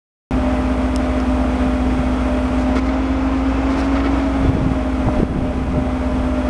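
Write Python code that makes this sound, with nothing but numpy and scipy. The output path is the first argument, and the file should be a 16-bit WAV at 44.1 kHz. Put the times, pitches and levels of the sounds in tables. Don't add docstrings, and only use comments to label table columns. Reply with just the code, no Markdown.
import sys
import numpy as np
from scipy import signal
from scipy.fft import rfft, irfft, next_fast_len
from scipy.io import wavfile

SR = 44100
rng = np.random.default_rng(int(sys.argv[2]) if len(sys.argv) > 2 else 0)


def generate_wav(sig):
    pcm = np.round(np.clip(np.atleast_2d(sig).T, -1, 1) * 32767).astype(np.int16)
    wavfile.write(sys.argv[1], SR, pcm)


N = 286209
TIME = np.arange(N) / SR


def from_db(db):
    return 10 ** (np.asarray(db) / 20)


def rms_one(x):
    return x / np.sqrt(np.mean(x ** 2) + 1e-20)


def curve(rows):
    return np.interp(TIME, *np.transpose(rows))


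def swells(rows):
    return sum(from_db(db) * np.exp(-(2 * (TIME - s) / length) ** 2) for s, length, db in rows)


def drift(rate_hz):
    r = np.exp(-80 * np.pi * rate_hz / SR)
    slow = signal.lfilter([1], [1, -2 * r, r * r], rng.standard_normal(N // 40 + 2002))[2000:]
    return np.interp(np.arange(N) / 40, np.arange(len(slow)), rms_one(slow))


def coloured(x, spectrum):
    hz, db = np.transpose(spectrum)
    size = next_fast_len(N + SR // 4)
    f = np.maximum(np.arange(size // 2 + 1) * SR / size, 1)
    edges = np.minimum(f / hz[0], 1) ** 2 * np.minimum(hz[-1] / f, 1) ** 2
    gain = from_db(np.interp(np.log(f), np.log(hz), db))
    return rms_one(irfft(rfft(x, size) * edges * gain, size)[:N])


def ring(x, hz, ring_s):
    r, w = from_db(-60 / (ring_s * SR)), 2 * np.pi * hz / SR
    return signal.lfilter([0, np.sin(w)], [1, -2 * r * np.cos(w), r * r], x + 1e-18)


def tone(cycles, rough, flutter_hz):
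    angle = (2 * np.pi * ((cycles + rng.random()) % 1)).astype(np.float32)
    in_step, across = 1 + rough * drift(flutter_hz), rough * drift(flutter_hz)
    return rms_one(in_step * np.cos(angle) + across * np.sin(angle))


def clatter(turns, jitter_s=.00012, uneven_db=1.5, decay_s=0.027, cylinders=6):
    # (pitch [Hz], relative level [dB])
    block_colour = [(150, -26), (230, 9.5), (300, 3.5), (360, -4), (460, 3), (540, -7.5), (640, 3),
                    (790, -1.5), (900, -14), (1300, -4), (1750, -18.5), (2200, -15.5), (3300, -26.5),
                    (4500, -37)]
    out, age = np.zeros(N), TIME[:SR // 10]
    for cylinder in range(cylinders):
        ringing = rms_one(rng.standard_normal(len(age)) * np.exp(-age / decay_s))
        chance = rng.standard_normal((100, 2))
        firing_turns = 2 * (np.arange(len(chance)) + cylinder / cylinders)
        due = np.interp(firing_turns, turns, TIME, right=np.inf) + jitter_s * chance[:, 0]
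        heard = (due > 0) & (due < TIME[-1])
        knocks = np.zeros(N)
        knocks[(due[heard] * SR).astype(int)] = from_db(uneven_db * chance[heard, 1])
        out += signal.fftconvolve(knocks, ringing)[:N]
    return coloured(out, block_colour)


def rushing_air(turns, throb=0.045, flicker_db=0.64):
    # (pitch [Hz], relative level [dB])
    air_colour = [(20, -7.5), (50, 3.5), (140, -3.5), (260, 5), (370, -3), (540, -4), (750, -2), (1350, -8),
                  (1750, -13), (2350, -14), (4100, -26.5), (5400, -28.5), (6900, -33.5), (10000, -43.5),
                  (11000, -56)]
    pulsing = (1 + throb * np.cos(6 * np.pi * turns)) * from_db(flicker_db * drift(8.8))
    return coloured(pulsing * rng.standard_normal(N), air_colour)


def exhaust(turns):
    # (time [s], level [dB])
    boom_levels = [(0.3, -29.5), (2.6, -29), (3.1, -29.5), (4.2, -34.5), (4.8, -28.5), (5.4, -23),
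                   (6.49, -26)]
    # (pitch [cycles per turn], level [dB])
    engine_tones = [(2, -39.5), (6, -44.5), (8, -37.5), (9, -40), (11, -41), (12, -35), (13, -47),
                    (30, -42), (31, -44), (32, -47), (33, -46), (36, -51.5), (37, -55), (40, -44),
                    (43, -52.5), (46, -49.5), (48, -45), (51, -48.5), (55, -47), (59, -54.5), (64, -55.5),
                    (80, -50.5), (88, -53.5), (99, -52.5)]
    boom = from_db(curve(boom_levels)) * tone(3 * turns, rough=.08, flutter_hz=6)
    return boom + sum(from_db(db) * tone(round(per_turn) * turns, rough=0.32, flutter_hz=3.16)
                      for per_turn, db in engine_tones)


def gear_whine(turns, throb_hz=3.2, throb_depth=0.3, dip_s=.32):
    # (time [s], level [dB])
    whine_levels = [(0.3, -30), (2.2, -33), (2.75, -29), (3.5, -40), (4.4, -35), (4.85, -30.5), (6.49, -28)]
    # (time of peak [s], length [s], level [dB])
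    high_swells = [(1.85, 1.1, -52), (3.1, 0.27, -49), (4.45, .2, -49)]
    throb = 1 - throb_depth * np.cos(2 * np.pi * throb_hz * (TIME - dip_s))
    low = from_db(curve(whine_levels)) * throb * tone(24 * turns, rough=0.37, flutter_hz=15)
    return low + swells(high_swells) * tone(132 * turns, rough=0.89, flutter_hz=35)


def fan(turns, load_db, blades_per_turn=10.155):
    blades = blades_per_turn * turns
    drone = tone(blades, rough=0.097, flutter_hz=17)
    octave = from_db(-19.5 - .5 * load_db) * tone(2 * blades, rough=0.17, flutter_hz=5)
    return from_db(-20.5 - 0.26 * load_db) * (drone + octave)


def valve(load_db):
    # (pitch [Hz], relative level [dB])
    hiss_colour = [(4500, -9), (6400, 0.5), (7200, -5.5), (8300, -2), (10200, 1), (10900, -21),
                   (11900, -11), (13000, -21)]
    # (pitch [Hz], spread of pitch [Hz], relative level [dB])
    whistle_notes = [(3322, 67, -55), (6300, 60, -69), (7700, 60, -69.5), (8150, 40, -71), (8200, 60, -66),
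                     (8440, 40, -65.5), (9200, 60, -74.5), (11900, 250, -76.5)]
    whistles = np.zeros(N)
    for hz, width, db in whistle_notes:
        ring_s = np.log(1000) / (np.pi * width)
        whistles += from_db(db) * rms_one(ring(rng.standard_normal(N), hz, ring_s))
    hiss = from_db(-58.5) * coloured(rng.standard_normal(N), hiss_colour)
    return from_db(load_db) * (hiss + whistles)


def diesel(loaded_turns_per_s=25.47):
    # (time [s], speed [turns per s])
    speeds = [(0.3, 25.2), (1.05, 25.25), (1.6, 25.05), (2.3, 25.05), (2.65, 25.2), (3.0, 26.0),
              (3.4, 26.1), (3.7, 26.35), (3.85, 26.65), (4.1, 27.0), (4.3, 26.7), (4.6, 26.0), (5.0, 25.45),
              (5.25, 25.2), (6.1, 25.2), (6.49, 25.05)]
    # (time [s], change in hiss [dB])
    loads = [(0.3, 1), (2.55, 1.5), (2.85, -6), (4.05, -4.5), (4.35, -0.5), (5.2, 1.5), (6.49, 1.5)]
    speed, load_db = curve(speeds), curve(loads)
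    turns = np.cumsum(speed * (1 + 0.00093 * drift(8.1))) / SR
    racing = np.maximum(speed - loaded_turns_per_s, 0)
    knocking = from_db(-30.5 + 0.8 * racing) * clatter(turns)
    air = from_db(-26 + .55 * racing - .14 * load_db) * rushing_air(turns)
    return knocking + air + exhaust(turns) + gear_whine(turns) + fan(turns, load_db) + valve(load_db)


def hum():
    # (pitch [Hz], level [dB])
    notes = [(59.8, -22.5), (107.2, -39.5), (222.3, -40.5)]
    return sum(from_db(db) * tone(hz * TIME, rough=0.1, flutter_hz=6.4) for hz, db in notes)


def wind(breeze_db=-43.5, thud_cycles=0.71):
    # (pitch [Hz], relative level [dB])
    rumble_colour = [(20, 2), (36, 6), (60, -5), (110, 4), (190, 0.5), (350, -7.5), (700, -18), (1500, -33)]
    # (time of peak [s], length [s], level [dB])
    gusts = [(0.36, 0.22, -26), (1.67, 0.087, -28.5), (1.95, 0.26, -27.5), (4.45, .1, -22),
             (4.6, 0.28, -18.5), (5.07, .06, -15), (5.19, .05, -16), (5.38, .22, -15.5), (5.74, 0.38, -19),
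             (6.2, 0.19, -25.5)]
    # (time [s], strength [dB], pitch [Hz])
    thuds = [(1.995, -12.5, 119), (4.45, -7.5, 346), (4.496, -5.5, 92.5), (4.552, -5.5, 168.9),
             (4.572, -10, 400), (4.666, -7.5, 139.3), (4.718, -7.5, 131), (5.087, -7, 700),
             (5.203, -6, 410), (5.2299, -2, 182), (5.234, -3.5, 403)]
    lumpy = rng.standard_normal(N) * from_db(1.6 * drift(23))
    out = (from_db(breeze_db) + swells(gusts)) * coloured(lumpy, rumble_colour)
    for s, db, hz in thuds:
        cycles = hz * (TIME - s)
        out += from_db(db) * np.sin(2 * np.pi * cycles) * np.exp(-(cycles / thud_cycles) ** 2)
    return out


def grit_ticks():
    # (time [s], strength [dB], contact time [s])
    hits = [(0.9612, -10.5, .00005), (1.2015, -19, 0.00014)]
    # (pitch [Hz], relative level [dB], ring time [s])
    notes = [(2850, -7, .005), (5300, -4, 0.0056), (7760, -3.5, 0.0019), (9550, -6, 0.003),
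             (12300, -21, .002)]
    clicks = np.zeros(N)
    for s, db, contact_s in hits:
        push = np.hanning(round(contact_s * SR) + 2)
        clicks[round(s * SR):][:len(push)] = from_db(db) * push / push.sum()
    return sum((-1) ** k * from_db(db) * ring(clicks, hz, ring_s)
               for k, (hz, db, ring_s) in enumerate(notes))


def pipe_scrapes(grain_db=2.5, ringing_db=-7):
    # (start [s], length [s], stone level [dB], sand level [dB])
    scrapes = [(2.574, .08, -60, -46), (2.751, 0.049, -24.5, -39), (2.857, 0.022, -38, -45),
               (2.881, .02, -31.5, -53), (3.696, 0.036, -32.5, -46), (3.73, 0.016, -37, -48),
               (3.768, 0.056, -35, -40.5), (3.83, .04, -37, -44.5), (3.95, .033, -27, -55),
               (3.998, 0.016, -31.5, -54), (4.035, 0.048, -26.5, -54), (4.09, 0.2, -35.5, -60)]
    # (pitch [Hz], relative level [dB])
    stone_colour = [(300, 13.5), (900, 0), (1300, -0.5), (2200, 1.5), (3000, -8), (4300, -9.5),
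                    (8000, -38.5)]
    sand_colour = [(2000, -21), (4000, 5.5), (5400, 5), (6800, -2.5), (9800, -8.5), (11000, -23),
                   (13000, -20)]
    # (pitch [Hz], relative level [dB], ring time [s])
    notes = [(1340, -3, 0.033), (1440, -1, 0.025), (1900, -7, 0.036), (2260, -3.5, 0.03),
             (3500, -14.5, 0.033), (5280, -19, .03)]
    stone_gain, sand_gain = np.zeros((2, N))
    for s, length, stone_db, sand_db in scrapes:
        progress = np.clip((TIME - s) / length, 0, 1)
        swell = np.sqrt(np.abs(np.sin(np.pi * progress)))
        stone_gain += from_db(stone_db) * swell
        sand_gain += from_db(sand_db) * swell
    grains = rng.standard_normal((2, N)) * from_db(grain_db * np.array([drift(250), drift(400)]))
    stones = stone_gain * coloured(grains[0], stone_colour)
    sand = sand_gain * coloured(grains[1], sand_colour)
    ringing = sum(from_db(db + ringing_db) * rms_one(ring(stones, hz, ring_s))
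                  for hz, db, ring_s in notes)
    return stones + sand + np.std(stones) * ringing


def scene():
    return (diesel() + hum() + grit_ticks() + pipe_scrapes() + wind())[None]


def record(dry):
    start_s, limit_db, release_s, cutoff_hz = 0.309, -4.5, 0.84, 14000
    x = dry * (TIME >= start_s)
    over_db = np.maximum(20 * np.log10(np.abs(x) + 1e-9) - limit_db, 0)
    fading = np.exp(-TIME / release_s)
    dip_db = np.maximum.accumulate(over_db / fading, axis=-1) * fading
    treble_cut = signal.cheby2(12, 60, cutoff_hz, fs=SR, output="sos")
    return signal.sosfilt(treble_cut, x * from_db(-dip_db))


dry = scene()
out = record(dry)
generate_wav(out)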